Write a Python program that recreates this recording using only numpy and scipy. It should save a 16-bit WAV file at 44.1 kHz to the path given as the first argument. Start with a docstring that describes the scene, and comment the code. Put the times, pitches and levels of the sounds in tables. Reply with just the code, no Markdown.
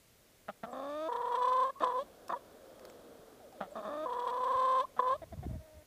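"""A snowy yard by a shed wall, chickens close to the microphone. Twice a hen clucks, moans low and creaky,
then breaks into a high rasping whine with short squawks after it. Her voice is syrinx pulses and breath
shaped by throat and beak; membranes slapping shut make the rattle. Another bird murmurs, the flock
whistles thinly, a small bird chips and beaks tick. A hollow rush swells in the quiet air and a puff of
wind bumps the microphone."""
import sys
import numpy as np
from scipy import signal
from scipy.fft import rfft, irfft, next_fast_len
from scipy.io import wavfile
from scipy.ndimage import uniform_filter1d

SR = 44100
rng = np.random.default_rng(int(sys.argv[2]) if len(sys.argv) > 2 else 0)


def generate_wav(sig):
    """Save sig (samples, or channels by samples) to the path in sys.argv[1] as 16-bit PCM at SR."""
    pcm = np.round(np.clip(np.atleast_2d(sig).T, -1, 1) * 32767).astype(np.int16)
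    wavfile.write(sys.argv[1], SR, pcm)


N = 258426
T = np.arange(N) / SR

# Upper resonances of windpipe and beak in moans and murmurs. Each row: frequency in Hz, gain in dB.
LOW_VOICE_EDGE = [(2000, -4), (2400, -3), (2850, -14.5), (3300, -10), (3620, 1), (4000, -18), (4600, -13.5),
                  (5400, -25), (6400, -18.5), (7400, -28), (8700, -25), (14000, -57)]


def undb(db):
    """Decibels to gain."""
    return 10 ** (np.asarray(db) / 20)


def unit(x):
    """Scale to rms 1."""
    return x / np.sqrt(np.mean(x ** 2) + 1e-18)


def steady(x, size=480):
    """Hold the short-term rms at 1."""
    power = uniform_filter1d(uniform_filter1d(x ** 2, size), size)
    return x / np.sqrt(np.abs(power) + 1e-12)


def band(x, lo_hz, hi_hz, order=2):
    """Zero-phase band-pass."""
    sos = signal.butter(order, [lo_hz, hi_hz], "band", fs=SR, output="sos")
    return signal.sosfiltfilt(sos, x)


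def colour(x, points, size=2048):
    """Minimum-phase filter through (Hz, dB) points."""
    hz, db = np.transpose(points)
    grid_hz = np.maximum(np.arange(size // 2 + 1) * SR / size, 1)
    cepstrum = irfft(np.log(undb(np.interp(np.log(grid_hz), np.log(hz), db))))
    cepstrum[1:size // 2] *= 2
    cepstrum[size // 2 + 1:] = 0
    return signal.fftconvolve(x, irfft(np.exp(rfft(cepstrum))))[:len(x)]


def wobble(n, lo_hz, hi_hz):
    """Random motion of rms 1 between two rates."""
    size = next_fast_len(n)
    hz = np.arange(size // 2 + 1) * SR / size + 1e-3
    spectrum = rfft(rng.standard_normal(size)) / (1 + (hz / hi_hz) ** 4) / (1 + (lo_hz / hz) ** 4)
    return unit(irfft(spectrum, size))[:n]


def gate(t, start, end, edge_s):
    """Soft-edged window from start to end."""
    return np.sin(np.pi / 2 * np.clip(np.minimum(t - start, end - t) / edge_s + .5, 0, 1)) ** 2


def ramp(t, start, end):
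    """Progress from 0 to 1."""
    return np.clip((t - start) / (end - start), 0, 1)


def burst(t, half_s):
    """Flat-topped bump of height 1 around time 0."""
    return np.exp(-np.square(np.square(t / half_s)))


def around(start, end):
    """Sample mask of a call, with a margin."""
    return (T > start - .03) & (T < end + .03)


def place(x, start):
    """Put a short sound on the timeline."""
    return np.interp(T - start, T[:len(x)], x, 0, 0)


def phase_of(hz):
    """Running phase in radians."""
    return 2 * np.pi * np.cumsum(hz) / SR


def pulses(phase, harmonics):
    """One sharp pulse a cycle: equal harmonics summed in closed form."""
    return (np.sin((harmonics + .5) * phase) / (2 * np.sin(phase / 2)) - .5) / np.sqrt(harmonics / 2)


def yard(air_db=-65):
    """Quiet outdoor air and a hollow rush that swells between the calls."""
    # Each row: frequency in Hz, gain in dB.
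    air_shape = [(15, -51.5), (25, -6.5), (90, -6), (879, -23), (1910, -20.5), (2130, -19), (2370, -21.5),
                 (3930, -23), (15000, -25.5)]
    rush_shape = [(100, -32.5), (220, -4), (330, -4.5), (480, 0), (640, -0.5), (850, -13), (1300, -13),
                  (1700, -19), (2400, -44.5), (3300, -22.5), (4500, -30.5), (9000, -46)]
    # Each row: time in seconds, level in dB.
    rush_levels = [(0, -73), (1.7, -68), (2.05, -58), (2.5, -57.5), (2.7, -57.5), (2.88, -53.5), (3.1, -57),
                   (3.33, -58.5), (3.42, -59.5), (3.8, -55.5), (5.86, -72)]
    air = unit(colour(rng.standard_normal(N), air_shape, size=8192))
    rush = unit(colour(rng.standard_normal(N), rush_shape))
    rush_db = np.interp(T, *np.transpose(rush_levels)) + 0.53 * wobble(N, 1.6, 22)
    return air * undb(air_db) + rush * undb(rush_db)


def wind():
    """Gusts of low eddies at the microphone, with a few soft bumps."""
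    # Each row: frequency in Hz, gain in dB.
    eddy_shape = [(25, -32), (42, -6), (62, 7), (100, 3.5), (170, -4.5), (280, -22), (450, -28), (900, -33),
                  (3000, -54)]
    # Each row: centre in seconds, half length in seconds, level in dB.
    gusts = [(5.22, 0.12, -59), (5.337, 0.021, -46.5), (5.385, 0.018, -41.5), (5.509, 0.09, -40),
             (5.769, 0.035, -54)]
    # Each row: centre in seconds, frequency in Hz, peak in dB.
    bumps = [(3.198, 146, -51.5), (4.559, 82.5, -48.5), (5.337, 164, -36.5), (5.467, 244, -28.5),
             (5.512, 176, -33), (5.558, 185, -34.5)]
    strength = sum(undb(db) * np.exp(-np.abs((T - s) / half_s) ** 3) for s, half_s, db in gusts)
    eddies = unit(colour(rng.standard_normal(N), eddy_shape, size=8192))
    out = steady(eddies, size=1800) * strength
    for s, hz, peak_db in bumps:
        cycles = (T - s) * hz
        out -= undb(peak_db) * np.cos(2 * np.pi * cycles) * np.exp(-(cycles / 0.53) ** 2)
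    return out


def chips(high_hz=8700, low_hz=7400, glide_s=0.0087):
    """A small bird's chips: a high tone slides down and levels off."""
    # Each row: start in seconds, peak in dB.
    notes = [(0.707, -63.5), (2.885, -66), (3.705, -65.5)]
    t = T[:SR // 20]
    hz = low_hz + (high_hz - low_hz) * np.exp(-t / glide_s)
    chip = np.sin(phase_of(hz)) * gate(t, 0.0012, 0.027, edge_s=0.0075)
    return sum(undb(db) * place(chip, start) for start, db in notes)


def ticks(decay_s=0.0017):
    """Beak ticks and snow crunches: tiny dry bursts of noise."""
    # Each row: start in seconds, peak in dB.
    contacts = [(1.798, -45), (2.282, -39), (2.795, -43.5), (2.852, -39), (2.899, -43.5), (3.526, -52.5),
                (4.56, -55)]
    # Each row: frequency in Hz, gain in dB.
    shape = [(200, -20), (1200, -10.5), (2400, -17.5), (3600, -19.5), (5500, -15.5), (8000, -25),
             (14000, -25)]
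    t = T[:SR // 40]
    out = np.zeros(N)
    for start, db in contacts:
        tick = colour(rng.standard_normal(len(t)) * np.exp(-t / decay_s), shape)
        out += undb(db) * place(tick / np.abs(tick).max(), start)
    return out


def whistles(fade_db=-3.5):
    """Thin, wavering tones glide, swell and fade: mostly the flock's, with a short high one from the hen at
    4.84 s."""
    # Each row: start and end in seconds, first and last pitch in Hz, top level in dB, its place 0-1.
    notes = [(1.757, 1.798, 1074, 1130, -51, .15), (2.6, 3.368, 545, 431.4, -60, 0.54),
             (3.401, 3.483, 800, 493, -56, 1), (3.524, 3.608, 830, 487, -55.5, .8),
             (3.673, 3.694, 539, 570, -52, 0.4), (3.717, 3.738, 606, 590, -49, 0.4),
             (4.839, 4.854, 1006, 1050, -36.5, 0.6)]
    out, waver = np.zeros(N), wobble(N, 24, 150)
    for start, end, first_hz, last_hz, db, peak_at in notes:
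        span = around(start, end)
        progress = ramp(T[span], start, end)
        hz = first_hz * (last_hz / first_hz) ** progress * (1 + .028 * waver[span])
        swell = undb(db + np.interp(progress, [0, np.clip(peak_at, .01, .99), 1], [fade_db, 0, fade_db]))
        out[span] += np.sqrt(2) * np.sin(phase_of(hz)) * swell * gate(T[span], start, end, .004)
    return out


def voice(calls, throat, edge_shape, jitter, shimmer, air, hiss, loose, edge_trim_db, waver, harmonics):
    """Syrinx pulses through the throat, alternately strong and weak; a second membrane beats on them."""
    out = np.zeros(N)
    shake, grit = wobble(N, 30, 260), wobble(N, 110, 620)
    tremor, drift = wobble(N, 18.1, 51), wobble(N, 1.28, 29)
    beak_hz, edge_hz = 820, 2250
    for start, end, hz, body_db, beak_db, edge_db, beat, rough in calls:
        span = around(start, end)
        t = T[span]
        phase = phase_of(hz * (1 + jitter * rough * shake[span] + waver * (rough + 0.35) * tremor[span]))
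        membrane = np.cos(phase_of(hz * 0.66 * (1 + 0.049 * drift[span])))
        alternation = beat * np.cos(phase / 2 + 0.91)
        rasp = rough * (loose * membrane + shimmer * grit[span])
        flow = pulses(phase, harmonics)
        # Air escapes once a cycle.
        puffs = rng.standard_normal(len(t)) * (1 + np.cos(phase)) * (rough + .025)
        tone = colour((flow + air * puffs) * (1 + alternation + rasp), throat)
        # Sharp closure comes mostly on the strong cycles.
        buzz = colour((flow + hiss * puffs) * (1 + 2.6 * alternation + rasp), edge_shape)
        body = steady(band(tone, 120, beak_hz, order=6))
        # The open beak lets out the second resonance and the bright edge above it.
        beak = undb(beak_db) * steady(band(tone, beak_hz, edge_hz, order=5))
        edge = undb(edge_db + edge_trim_db) * steady(band(buzz, edge_hz, 15000, order=4))
        envelope = undb(body_db + 2.2 * rough * tremor[span]) * gate(t, start, end, .006)
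        out[span] += (body + beak + edge) * envelope
    return out


def murmurs(beak_db=-15, edge_db=-25.5, beat=.07, rough=0.33):
    """Another bird's soft closed-beak notes, each gliding a little."""
    # Each row: start and end in seconds, first and last pitch in Hz, body level in dB.
    notes = [(5.219, 5.242, 350, 299, -44.5), (5.323, 5.343, 352.4, 319, -47),
             (5.428, 5.457, 353, 363, -48.5), (5.489, 5.522, 326, 303, -56.5),
             (5.529, 5.569, 323.4, 307, -55), (5.594, 5.83, 317, 304, -59.5)]
    # Each row: frequency in Hz, gain in dB.
    throat = [(100, -37), (320, -13), (650, 0), (950, -9.5), (1300, -12), (2000, -9.5)]
    calls = []
    for start, end, first_hz, last_hz, db in notes:
        hz = first_hz + (last_hz - first_hz) * ramp(T[around(start, end)], start, end)
        calls.append((start, end, hz, db, beak_db, edge_db, beat, rough))
    return voice(calls, throat, LOW_VOICE_EDGE, jitter=0.056, shimmer=0.6, air=0.73, hiss=6.8,
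                 loose=0.23, edge_trim_db=1.0, waver=0.029, harmonics=24)


def clucks():
    """The hen's clucks: a handful of uneven, breathy pulses through the throat."""
    # Each row: start, length and rise in seconds, first and last pitch in Hz, level and fade in dB.
    notes = [(0.478, 0.029, 0.013, 201.6, 203.5, -30.5, 13.5), (0.631, 0.026, 0.0036, 231.4, 217, -36, 7),
             (3.605, .064, 0.0047, 207.2, 169.6, -31.5, 27), (4.965, 0.028, .001, 262, 232.6, -50, -5.5)]
    # Each row: frequency in Hz, gain in dB.
    throat = [(90, -18), (190, 2), (300, -11), (470, -10.5), (620, 3.5), (760, 5), (1020, -10.5),
              (1300, 0.5), (1580, -12), (1850, -11), (2300, -23), (3500, -20), (4800, -38), (12000, -49)]
    out = np.zeros(N)
    t = T[:SR // 8]
    for start, length_s, rise_s, first_hz, last_hz, db, fade_db in notes:
        hz = np.interp(t, [0, length_s], [first_hz, last_hz]) * (1 + .018 * wobble(len(t), 30, 200))
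        phase = phase_of(hz) - np.pi / 2
        flow = pulses(phase, harmonics=50) + rng.standard_normal(len(t)) * (1 + np.cos(phase))
        effort = np.minimum(t / rise_s, 1) * undb(-fade_db * t / length_s) * gate(t, -1, length_s, 0.012)
        cluck = colour(flow * effort, throat) / np.std(colour(flow, throat))
        out += undb(db) * place(cluck, start)
    return out


def moans(closing_db=6, beat=0.14):
    """The hen's low register: each glide starts creaky and clears as the beak closes."""
    # Each row: start and end in seconds, first and last pitch in Hz, body level, swell, beak resonance
    # and bright edge in dB, roughness 0-1, clearing time in seconds.
    notes = [(0.664, 0.732, 239, 245.4, -49, -1, -8.5, -38, 0.43, 0.087),
             (0.729, 1.084, 253.6, 327.3, -41, 7.5, -6, -23, 0.54, 0.14),
             (1.804, 1.834, 298.3, 329, -37, 7, -3, -20, 0.6, .1),
             (2.294, 2.332, 335, 344.6, -43, 8, 5, -20, 0.88, .1),
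             (3.755, 3.818, 229.8, 202, -43.5, -6, -4, -23, 0.56, .2),
             (3.826, 3.883, 204.3, 215.3, -44, 12, -1.5, -22, 0.62, .2),
             (3.886, 4.054, 285.4, 318, -40.5, 4, -5.5, -25, 0.56, 0.086)]
    # Each row: frequency in Hz, gain in dB.
    throat = [(100, -35.5), (200, 0.5), (310, 1.5), (420, -2.5), (620, 12), (760, 6), (930, -13), (1080, 2),
              (1240, -0.5), (1480, -18.5), (1780, -11.5), (2150, -40.5)]
    calls = []
    for start, end, first_hz, last_hz, db, swell_db, beak_db, edge_db, rough, clear_s in notes:
        t = T[around(start, end)]
        progress = ramp(t, start, end)
        hz = first_hz + (last_hz - first_hz) * progress
        body_db = db + swell_db * (progress - .5)
        open_db = beak_db - closing_db * (progress - .5)
        creak = rough / (1 + ((t - start) / clear_s) ** 4)
        calls.append((start, end, hz, body_db, open_db, edge_db, beat * creak, creak))
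    return voice(calls, throat, LOW_VOICE_EDGE, jitter=0.084, shimmer=0.5, air=0.66, hiss=5.7,
                 loose=0.079, edge_trim_db=2.5, waver=0.026, harmonics=44)


def slaps(t, start, rattle_db, first_s=0.0445, gap_s=.034, lead_s=0.0082):
    """Membranes slap shut unevenly: strength in dB over time, and the same curve lead_s earlier."""
    # Each row: time in seconds, strength in dB.
    hard_slaps = [(1.133, 12.5), (1.333, 11), (1.357, 16), (1.433, 15), (1.486, 11), (1.57, 10),
                  (1.845, 14), (4.135, 11.5), (4.201, 12.5), (4.281, 13.5), (4.302, 13), (4.444, 12),
                  (4.805, 14), (5.002, 12.5), (5.087, 10.5)]
    gap_noise, strength_noise = rng.standard_normal((40, 2)).T
    gaps_s = gap_s * np.exp(0.208 * gap_noise)
    times_s = start + first_s + np.cumsum(gaps_s) - gaps_s[0]
    train = np.column_stack([times_s, rattle_db * (1 + 0.23 * strength_noise)])
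    when, db = np.vstack([train, hard_slaps]).T[:, :, None]
    return [np.max(db * burst(t + shift - when, half_s=0.0069), axis=0) for shift in (0, lead_s)]


def whine_curves(start, end, first_hz, last_hz, db, swell_db, beak_db, opening_db, bright_db,
                 rough, beat, accent_db, rattle_db, close_s, flip):
    """A whine breaks in, catches, rattles as effort moves pitch and level, and flips up at the close."""
    t = T[around(start, end)]
    effort = 1 / (1 + np.exp((.48 - ramp(t, start, end)) / .11))
    push = effort - .5
    strain = 1 - 0.58 * push  # smoother as effort grows
    break_db = accent_db * burst(t - start, half_s=0.01714)
    catch_db = accent_db * burst(t - start - 0.023, half_s=0.0066)
    closing = ramp(t, end - close_s, end)
    lift = flip * np.minimum(2 * closing, 1)
    slap_db, early_db = ((1 - closing) * train for train in slaps(t, start, rattle_db))
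    # The tone surges before each slap, then dips and sags in pitch; this throb settles with time.
    throb = 0.2 + 0.8 * burst(t - start, half_s=0.503)
    swing_db = slap_db - slap_db.mean()
    throb_db = throb * (0.46 * (early_db - early_db.mean()) - 0.21 * swing_db)
    overshoot, sag = 0.00476 * break_db, 0.00444 * throb * swing_db
    hz = (first_hz + (last_hz - first_hz) * effort) * (1 + overshoot + lift - sag)
    body_db = db + swell_db * push + break_db - catch_db - 6.5 * closing + 0.43 * throb_db
    # The beak flares at the break and shuts with the flip.
    open_db = beak_db + opening_db * push + 0.34 * break_db - 130 * lift + 0.57 * throb_db
    edge_db = bright_db + strain * slap_db + 6.5 * push - break_db
    return start, end, hz, body_db, open_db, edge_db, beat, rough * strain


def whines():
    """The hen's high register: reedy whines and squawks with little jitter or breath."""
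    # Each row: start and end in seconds, first and last pitch in Hz, body level, swell, beak resonance,
    # its opening and bright edge in dB, roughness and half-pitch beat 0-1, accent and rattle in dB,
    # closing time in seconds, upward flip as a share of the pitch.
    notes = [(1.087, 1.708, 473.9, 516, -40.5, 4.5, 6, 7, -26, 0.26, 0.15, 4, 9.5, 0.069, 0.034),
             (1.833, 1.934, 515, 485.4, -40, -6.5, 6, 0, -25, 0.56, 0, 0.5, 5.5, 0.0071, .01),
             (1.936, 2.031, 503, 522, -37.5, 4.5, 2, -3, -25, 0.13, 0.19, -1, 3, 0.039, 0.11),
             (2.331, 2.378, 460.7, 483, -46, 12, 15, 0, -26, 0.38, 0.15, 1, -10, 0.034, 0.15),
             (4.058, 4.842, 488, 520, -41, 6, 6, 5.5, -24, 0.35, 0.19, 3.5, 7, 0.031, 0.128),
             (4.993, 5.166, 496.3, 534, -38.5, 4.5, 6, 0.5, -27, 0.3, 0.16, 6, 5, 0.033, 0.13)]
    # Resonances of the throat, and of windpipe and beak. 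Each row: frequency in Hz, gain in dB.
    throat = [(100, -53.5), (250, -15.5), (400, -13), (510, -8.5), (640, -7.5), (780, -2.5), (880, -5.5),
              (1000, 7.5), (1190, 9), (1400, -13), (1490, -20.5), (1570, -17), (1700, -1), (2000, -30)]
    edge_shape = [(2000, -0.5), (2500, -8.5), (3000, -6.5), (3330, 2.5), (3800, -4.5), (4400, -10.5),
                  (5200, -20), (5900, -14.5), (7200, -30), (7900, -10.5), (8600, -33), (9400, -17.5),
                  (10500, -34.5), (15000, -38)]
    calls = [whine_curves(*note) for note in notes]
    return voice(calls, throat, edge_shape, jitter=.018, shimmer=0.25, air=.5, hiss=1.3,
                 loose=0.47, edge_trim_db=1.5, waver=0.029, harmonics=28)


def shed_scatter(x, t60_s=.4, level_db=-36.5):
    """Faint reflections off shed and fence, dying quickly over the snow."""
    t = T[:SR // 2]
    response = band(rng.standard_normal(len(t)), 260, 4300) * undb(-60 * t / t60_s) * (t > .006)
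    return undb(level_db) * signal.fftconvolve(x, response / np.linalg.norm(response))[:N]


def scene():
    """The birds, their reflections and the air around them, in mono."""
    birds = moans() + whines() + murmurs() + clucks() + whistles() + ticks()
    return (birds + shed_scatter(birds) + chips() + wind() + yard())[None]


def record(dry):
    """The recorder cuts the top."""
    top_hz = 15350
    return signal.sosfilt(signal.ellip(12, .1, 80, top_hz, fs=SR, output="sos"), dry)


dry = scene()
out = record(dry)
generate_wav(out)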